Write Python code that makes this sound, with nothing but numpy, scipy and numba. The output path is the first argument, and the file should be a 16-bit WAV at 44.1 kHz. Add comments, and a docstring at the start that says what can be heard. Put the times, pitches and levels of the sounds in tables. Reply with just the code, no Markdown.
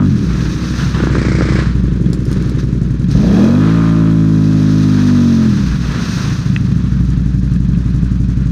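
"""A V-twin quad, stuck in a mud hole in the woods, drops from a rev, idles, revs hard and idles again.
Uneven intake gulps and exhaust puffs excite the resonances of its pipes, airbox and engine cases.
Its spinning tyres fling mud and water, which patter down as countless small impacts.
A second quad close by revs, pops and runs down early on; twigs snap and something knocks on the bodywork."""
import sys
import numpy as np
from scipy import signal
from scipy.fft import rfft, irfft, next_fast_len
from scipy.io import wavfile
from scipy.ndimage import uniform_filter1d
from numba import njit

SR = 44100
rng = np.random.default_rng(int(sys.argv[2]) if len(sys.argv) > 2 else 0)


def unload_audio(sound):
    """Save the sound as a 16-bit wav file, at the path given as the first command line argument."""
    columns = np.transpose(np.atleast_2d(sound))
    # keep every value between -1 and 1, then stretch to whole-number steps
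    steps = np.round(np.clip(columns, -1, 1) * 32767)
    wavfile.write(sys.argv[1], SR, steps.astype(np.int16))


N = 375291
TIME = np.arange(N) / SR

# Revs of the stuck quad, the first already under way:
# throttle opens t/s, shuts t/s, speed hangs on t/s, fast idle f/Hz, kept for t/s, settled idle f/Hz
THROTTLE_EVENTS = [(-1.5, .02, .025, 12.52, 1.475, 11.17), (3.085, 5.455, .008, 13.62, 1.092, 11.69)]
# Pipe modes of the second quad: f/Hz, bandwidth/Hz, level/dB
SECOND_PIPE_MODES = [(150, 23, -19), (242, 20, -17), (320.4, 36, 21.5), (360, 220, 14), (475, 36, -10),
                     (490, 61, 1.5)]
# Spectrum of a drop's impact or a twig's crack: f/Hz, relative level/dB
CRACK_SPECTRUM = [(500, 9), (2500, 1), (5000, 14.5), (6500, 11), (10000, 6), (15000, -11)]


def stuck_quad():
    """Source and filter: intake and exhaust pulse trains, locked to the crank, drive the resonators."""
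    hz = cycle_rate()
    load, throttle, strength_db, roar_gain = effort()
    phase = np.cumsum(hz) / SR
    rough = np.minimum(12 / hz, 1) ** 0.68  # a slow crank turns unevenly
    lag_hz = 59.3 - hz  # grows as the mud drags the engine down
    gulps = firings(phase, start=.013, second=.6, scatter_db=.5, jitter_s=.0002, rough=rough)
    blows = firings(phase, start=.533, second=.51, scatter_db=3.5, jitter_s=.0016, rough=rough)
    return (pipes(gulps, blows, hz, lag_hz, load, throttle) * undb(strength_db)
            + bark(gulps, load) + strain(gulps, lag_hz, load) + gas_roar(gulps) * roar_gain
            + case_clatter(blows, roar_gain) + valve_gear(phase, gulps, rough))


def cycle_rate():
    """The four-stroke cycle rate in Hz sets the fundamental: it picks up, pulls, runs down and settles."""
    # Speed while the tyres drag in the mud, one curve a rev: t/s, cycle rate f/Hz
    loaded_speeds = [
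        [(0, 51), (.045, 49.5)],
        [(3.2, 25.8), (3.45, 43.7), (3.55, 49.6), (3.65, 53.7), (3.75, 55.7), (4.2, 54), (4.62, 51.9),
         (4.77, 52.5), (5.15, 48.7), (5.45, 43.6)],
    ]
    pick_up_s, run_down_s, settle_s = .11, .55, .5
    hz = 0
    for (opens, shuts, hang_s, fast_hz, fast_s, idle_hz), pull in zip(THROTTLE_EVENTS, loaded_speeds):
        idle = fast_hz + (idle_hz - fast_hz) * ramp(shuts + hang_s + fast_s, settle_s)
        momentum = (1 - ramp(shuts + hang_s, run_down_s)) ** 1.4
        rev = idle + (curves(pull)[0] - idle) * momentum
        hz = hz + (rev - hz) * ramp(opens, pick_up_s)
    return hz


def effort():
    """Air supply governs excitation: returns load 0-1, throttle 0-1, pulse level in dB and roar gain."""
    open_s, shut_s, kick_s = .38, .056, .099
    load = starved = kick_db = surge = 0
    for opens, shuts, hang_s, *_ in THROTTLE_EVENTS:
        load += ramp(opens, open_s) * (1 - ramp(shuts, shut_s))
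        starved += np.exp(-((TIME - shuts - hang_s - .51) / .35) ** 2)  # short of air while running down
        # each move of the throttle gives a few hard pulses
        kick_db += 5 * swell(opens, shut_s, 0, kick_s) + 1.5 * swell(shuts, shut_s, 0, kick_s)
        surge += swell(opens, attack_s=.3, hold_s=.052, release_s=.14)
    throttle = np.clip(.1 * (1 - starved) * (1 - load) + .46 * load, 0, 1)
    strength_db = kick_db - 6 * load - 6 * starved
    roar_gain = undb(-18) * surge + undb(-41.5) * load + undb(-42)
    return load, throttle, strength_db, roar_gain


def pipes(gulps, blows, hz, lag_hz, load, throttle):
    """Air-column resonance: the pipes ring at idle; an open throttle lets the airbox boom instead."""
    # Modes of the shut intake, the exhaust and the open airbox: f/Hz, bandwidth/Hz, level/dB
    intake_modes = [(60.26, 4.83, -15), (136.3, 42.6, -23.5), (197, 3.3, -41), (240.9, 15.7, -13),
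                    (280.5, 17, -19.5), (385.2, 7.9, -13.5)]
    exhaust_modes = [(165.24, 14.2, -16.5), (174.4, 48, -16.5)]
    airbox_modes = [(56.3, 4.3, -26.5), (99.6, 20, -18), (172, 92, -10), (202.3, 34.9, -0.5),
                    (242.3, 24.8, -6), (282.9, 29.2, -14), (323, 35.5, -19)]
    idle = ring(blows, exhaust_modes, -.87) - ring(gulps, intake_modes)
    idle = lowpass(idle, np.full(N, 128.), damping=.77)
    idle = lowpass(idle, np.full(N, 203.), damping=.78)  # silencer
    boom = dull(ring(gulps, airbox_modes[3:], -1.036) - ring(gulps, airbox_modes[:3]), hz=352)
    boom_db = 59 + .13 * load * np.clip(lag_hz, 0, 8)
    opening = np.clip(throttle + .0055 * (hz - 12), 0, 1)  # a fast engine draws air past a shut throttle
    return (1 - opening) * idle * undb(65) + opening * boom * undb(boom_db)


def bark(gulps, load):
    """Impulse excitation of the upper airbox modes gives a hard bark when the throttle is open."""
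    # Upper modes: f/Hz, bandwidth/Hz, level/dB
    bark_modes = [(374, 30, -16), (468, 32, -20), (616, 25, -1), (1005, 89, 3), (1160, 150, 0.5),
                  (1233, 64, 8), (1455, 330, -2.5), (2120, 1500, -16), (3670, 700, -22)]
    # Course of the bark under load: t/s, relative level/dB
    bark_levels = [(3.15, -34), (3.36, -37), (3.6, -36), (3.83, -32.5), (4.0, -37), (4.17, -42.5),
                   (4.6, -45), (5.2, -41), (5.45, -44)]
    ringing = ring(gulps + .015 * puffs(gulps, decay_s=.005), bark_modes, -1)
    gain = undb(-64) + load * undb(curves(bark_levels)[0] + 4)
    return steady(dull(ringing, hz=7000)) * gain


def strain(gulps, lag_hz, load):
    """Forced resonance: under load the pipe picks out clean, wavering overtones, louder as speed falls."""
    # Pipe modes: f/Hz, bandwidth/Hz, level/dB
    overtone_modes = [(412, 33, -3), (615, 56, 7.5), (720, 40, -22.5)]
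    overtones = steady(dull(ring(gulps, overtone_modes, -1.3), hz=875))
    return overtones * load * undb(-39 + .1 * lag_hz - 2.5 * walk(3.7))


def gas_roar(gulps):
    """Flow noise: gas rushing with each gulp is filtered by two pipe resonances."""
    rush = puffs(gulps, decay_s=.072)
    return steady(dull(ring(rush, [(328, 45, 7.3), (434, 81, -2)]), hz=810))


def case_clatter(blows, roar_gain):
    """Structural resonance: the engine cases ring in step with the crank, harder at pick-up."""
    # Case modes: f/Hz, bandwidth/Hz, level/dB
    case_modes = [(1686, 91, 2), (2495, 110, -1.5), (3290, 130, -2.5), (3860, 130, -5.5)]
    return unit(ring(puffs(blows, decay_s=.0051), case_modes)) * (undb(-52.5) + .068 * roar_gain)


def valve_gear(phase, gulps, rough):
    """Impact noise: tappets tap sharply and unevenly, and the valve gear ticks with each gulp."""
    # Spectrum of a tick: f/Hz, relative level/dB
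    tick_spectrum = [(1000, -44), (4500, 1.5), (6600, 7), (8000, -3), (10000, -3), (15000, -31)]
    strikes = firings(phase, start=.2, second=.56, scatter_db=5, jitter_s=.003)
    taps = colour(puffs(strikes * rough, decay_s=.0078), tick_spectrum)
    ticks = colour(puffs(gulps * rough, decay_s=.017), tick_spectrum)
    return taps * undb(-58) + ticks * undb(-55)


def second_quad():
    """Direct and scattered sound: a pipe rings and rasps; off throttle it comes mostly through trees."""
    # Engine speed: t/s, cycle rate f/Hz
    speed = [(0, 15), (.33, 26), (.45, 28.3), (.7, 28.5), (.95, 29.5), (1.6, 29.5), (2, 24), (2.7, 16.5),
             (3.2, 13)]
    # Blip, rev and run-down: start t/s, attack t/s, hold t/s, release t/s, pipe level/dB, rasp level/dB
    runs = [(.1, .25, .1, .3, -21, -42), (1.07, .09, .44, .07, -19, -26.5), (1.6, .35, .55, .7, -23.5, -47)]
    # Spectrum of the escaping gas: f/Hz, relative level/dB
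    rasp_spectrum = [(200, -12), (700, -23), (1100, 0.5), (1550, 0.5), (2250, 0), (2800, -20), (5000, -10),
                     (8500, -24), (10500, -50), (15000, -63)]
    pipe_db, rasp_db = swells(runs)
    phase = np.cumsum(curves(speed)[0]) / SR
    phase -= np.interp(1.453, TIME, phase)  # one firing falls at this time
    pulses = firings(phase, start=0, second=.3, scatter_db=.7, jitter_s=.00004)
    rasp = steady(colour(puffs(pulses, decay_s=.022), rasp_spectrum))
    pipe = dull(ring(pulses, SECOND_PIPE_MODES), hz=527)
    crack = dull(ring(pulses, [(1530, 120, 0)]), hz=2170)
    muffled = dull(pipe, hz=480)
    distant = steady(muffled + 1.4 * trees(muffled, decay_s=.054))
    direct_share = np.clip((rasp_db + 46) / 17, 0, 1)
    tone = direct_share * steady(pipe + crack) + (1 - direct_share) * distant
    return tone * undb(pipe_db - 1.5) + rasp * undb(rasp_db - 1.8)


def exhaust_pops():
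    """Impulse response: bangs in the second quad's exhaust pop in broad modes and thump in its pipe."""
    # Bangs: t/s, impulse level/dB
    bang_events = [(.969, -20), (1.002, -9), (1.036, -10), (1.07, -10.5), (1.099, -18), (1.133, -19),
                   (1.153, -10), (1.167, -13), (1.408, -9), (1.421, -12)]
    s, db = np.transpose(bang_events)
    bangs = clicks(s, undb(db))
    bursts = bangs + .085 * puffs(bangs, decay_s=.0033)
    pops = ring(bursts, [(404, 180, 31.4), (1250, 600, 24), (1580, 240, 25)], -1.35)
    thumps = ring(bangs, SECOND_PIPE_MODES)
    return dull(pops, hz=2210) + dull(thumps, hz=540) * undb(24.5)


def mud():
    """Superposed random impacts: tyres churn thick mud; thrown water falls as spray and single drops."""
    # Throws: start t/s, attack t/s, hold t/s, release t/s, spray level/dB, churn level/dB
    throws = [(-.15, 0.61, 0.18, 0.12, -36.5, -28), (.55, 0.23, 0.069, 0.16, -32.5, -25),
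              (.93, 0.019, 0.67, 0.16, -50, -26), (2.26, 0.031, 0.18, 0.13, -46, -34),
              (2.58, 0.013, 0.0063, 0.023, -37.5, -31.5), (3.08, 0.027, 0.37, 0.082, -38, -29.5),
              (3.15, 0.6, 0.12, 0.26, -44, -28.5), (4.0, 0.85, 1.47, 0.27, -36.5, -29.5),
              (5.8, 0.26, 0.14, 0.22, -33, -26), (6.3, 0.26, 0.38, 0.34, -50.5, -36.5)]
    # Spectra of fine spray and thick mud: f/Hz, relative level/dB
    spray_spectrum = [(1200, -27), (2200, -9), (2550, 3.5), (2900, -9), (3600, 0.5), (3950, 4), (4400, 1),
                      (6300, 1.5), (7500, -17), (9200, -13), (11200, -34), (13000, -17.5), (15500, -32.5)]
    churn_spectrum = [(30, 4), (250, 10.5), (500, -3), (750, -10.5), (1050, -2.5), (1300, -0.5), (1700, -1),
                      (2150, -9.5), (2600, -9.5), (2900, -11.5), (4000, -12), (8000, -30.5), (15000, -53)]
    trickle_spray_db, trickle_churn_db = -52.5, -37  # water never stops running off the quad
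    spray_db, churn_db = swells(throws)
    spray = colour(patter(count=24000, spread_db=6, decay_s=.01), spray_spectrum)
    churn = colour(patter(count=9000, spread_db=-6.5, decay_s=.017), churn_spectrum)
    drips = colour(patter(count=260, spread_db=3.5, decay_s=.001), CRACK_SPECTRUM)
    spray_gain = np.hypot(undb(spray_db - .74 + .1 * walk(54)), undb(trickle_spray_db))
    churn_gain = np.hypot(undb(churn_db + 1.23 * walk(6.2)), undb(trickle_churn_db))
    return spray * spray_gain + churn * churn_gain + drips * undb(-66)


def twigs():
    """Brittle fracture: dry twigs give broadband cracks that scatter among the trees."""
    # Fractures: t/s, relative level/dB
    fractures = [(2.1317, -17), (2.143, -35), (2.2541, -26), (2.3152, -20.5), (2.3287, -22.5),
                 (2.424, -26.5), (2.496, -25), (2.6015, -45), (3.114, -23.5)]
    s, db = np.transpose(fractures)
    snaps = colour(puffs(clicks(s, undb(db)), decay_s=.001), CRACK_SPECTRUM)
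    snaps = snaps + .89 * trees(snaps, decay_s=.013)
    return snaps / np.abs(snaps).max() * undb(db.max() + 1)


def bodywork_knocks():
    """Damped plate vibration: a struck plastic panel rings briefly."""
    # Knocks: t/s, impulse level/dB
    knocks = [(6.563, -5), (7.75, -28)]
    # Panel modes: f/Hz, bandwidth/Hz, level/dB
    panel_modes = [(1900, 350, -6), (2560, 110, 2), (3150, 250, -11)]
    s, db = np.transpose(knocks)
    blows = clicks(s, undb(db))
    return undb(29) * dull(ring(blows + .03 * puffs(blows, decay_s=.003), panel_modes), hz=3200)


def trees(x, decay_s):
    """Reverberation: trunks and water scatter the sound into a short exponential tail."""
    t = TIME[:SR // 3]
    tail = rng.standard_normal(len(t)) * np.exp(-t / decay_s)
    return signal.fftconvolve(x, tail / np.sqrt(np.sum(tail ** 2)))[:N]


def firings(phase, start, second, scatter_db, jitter_s, rough=1):
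    """Uneven pulse train: each cycle a pulse of size `second` follows the first by the gap of the V."""
    gap_cycles = .37
    out = 0
    for offset, size in ((0, 1), (gap_cycles, second)):
        chance = np.clip(rng.standard_normal((400, 2)), -1.5, 1.5)
        cycles = np.arange(np.floor(phase[0]), phase[-1] - start - offset)
        times = np.interp(cycles + start + offset, phase, TIME)
        timing, strength = chance[:len(times)].T * np.interp(times, TIME, rough * np.ones(N))
        out = out + clicks(times + jitter_s * timing, size * undb(scatter_db * strength))
    return out


def patter(count, spread_db, decay_s):
    """Shot noise: splats at random times, a few larger (or smaller, if the spread is negative)."""
    sizes = undb(spread_db * np.minimum(rng.exponential(size=count), 3))
    return unit(puffs(clicks(rng.uniform(0, N / SR, count), sizes), decay_s))


def clicks(times, sizes):
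    """Impulses, shared linearly between neighbouring samples."""
    out, at = np.zeros(N), np.clip(times * SR, 0, N - 2)
    i = at.astype(int)
    np.add.at(out, i, sizes * (1 - at + i))
    np.add.at(out, i + 1, sizes * (at - i))
    return out


def puffs(pulses, decay_s):
    """Exponential decay of a noise burst after each pulse."""
    envelope = signal.lfilter([1], [1, -np.exp(-1 / (decay_s * SR))], pulses + 1e-18)
    return envelope * rng.standard_normal(N)


def ring(x, modes, ratio=1):
    """Modal sum of (f/Hz, bandwidth/Hz, level/dB) rows; mode k is also weighted by ratio ** k."""
    return sum(ratio ** k * undb(db) * signal.lfilter(*signal.iirpeak(hz, hz / width, SR), x + 1e-18)
               for k, (hz, width, db) in enumerate(modes))


def colour(x, points):
    """Spectral shaping by (f/Hz, level/dB) points; rms 1."""
    hz, db = np.transpose(points)
    size = next_fast_len(N + 4096)
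    f = np.maximum(np.fft.rfftfreq(size, 1 / SR), 1)
    gain = undb(np.interp(np.log(f), np.log(hz), db))
    return unit(irfft(rfft(x, size) * gain, size)[:N])


@njit
def lowpass(x, hz, damping):
    """Two-pole state-variable low-pass with a corner given for each sample."""
    y, band, low = np.empty(len(x)), 0., 0.
    for i in range(len(x)):
        g = np.tan(np.pi * hz[i] / SR)
        v = (band + g * (x[i] + 1e-18 - low)) / (1 + g * (g + damping))
        y[i] = low + g * v
        band, low = 2 * v - band, 2 * y[i] - low
    return y


def dull(x, hz):
    """Fourth-order low-pass."""
    return signal.sosfilt(signal.butter(4, hz, fs=SR, output="sos"), x)


def steady(x):
    """Division by the running rms holds the level near 1 over a quarter of a second."""
    return x / np.sqrt(uniform_filter1d(uniform_filter1d(x * x, SR // 4), SR // 8) + 1e-12)


def walk(rate_hz):
    """Slow random fluctuation: smoothed noise of rms 1."""
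    k = int(SR / rate_hz)
    return unit(uniform_filter1d(uniform_filter1d(rng.standard_normal(N), k), k))


def curves(table):
    """Linear interpolation of each column against the first, t/s."""
    s, *columns = np.transpose(table)
    return [np.interp(TIME, s, c) for c in columns]


def ramp(start_s, length_s):
    """Linear rise from 0 to 1."""
    return np.clip((TIME - start_s) / length_s, 0, 1)


def swell(start_s, attack_s, hold_s, release_s):
    """Envelope with linear attack, hold and exponential release."""
    released_s = np.maximum(TIME - start_s - attack_s - hold_s, 0)
    return ramp(start_s, attack_s) * np.exp(-released_s / release_s)


def swells(table):
    """Incoherent addition: overlapping swells sum in power; one dB curve for each level column."""
    power = sum(np.outer(undb(row[4:]), swell(*row[:4])) ** 2 for row in table)
    return 10 * np.log10(power + 1e-12)


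def unit(x):
    """Normalisation to rms 1."""
    return x / np.sqrt(np.mean(x ** 2))


def undb(db):
    """Decibels to amplitude ratio."""
    return 10 ** (np.asarray(db) / 20)


def scene():
    """Superposition of all sources, as heard from the bank."""
    return (stuck_quad() + second_quad() + exhaust_pops() + mud() + twigs() + bodywork_knocks())[None]


def record(dry):
    """Band limiting and soft saturation thin the deepest bass, round the peaks and cut the top."""
    bass_hz, top_hz, ceiling = 22, 15500, 1.02
    thinned = signal.sosfilt(signal.butter(1, bass_hz, "high", fs=SR, output="sos"), dry)
    rounded = thinned / (1 + (thinned / ceiling) ** 10) ** (1 / 10)
    return signal.sosfilt(signal.ellip(8, .2, 70, top_hz, fs=SR, output="sos"), rounded)


dry = scene()
out = record(dry)
unload_audio(out)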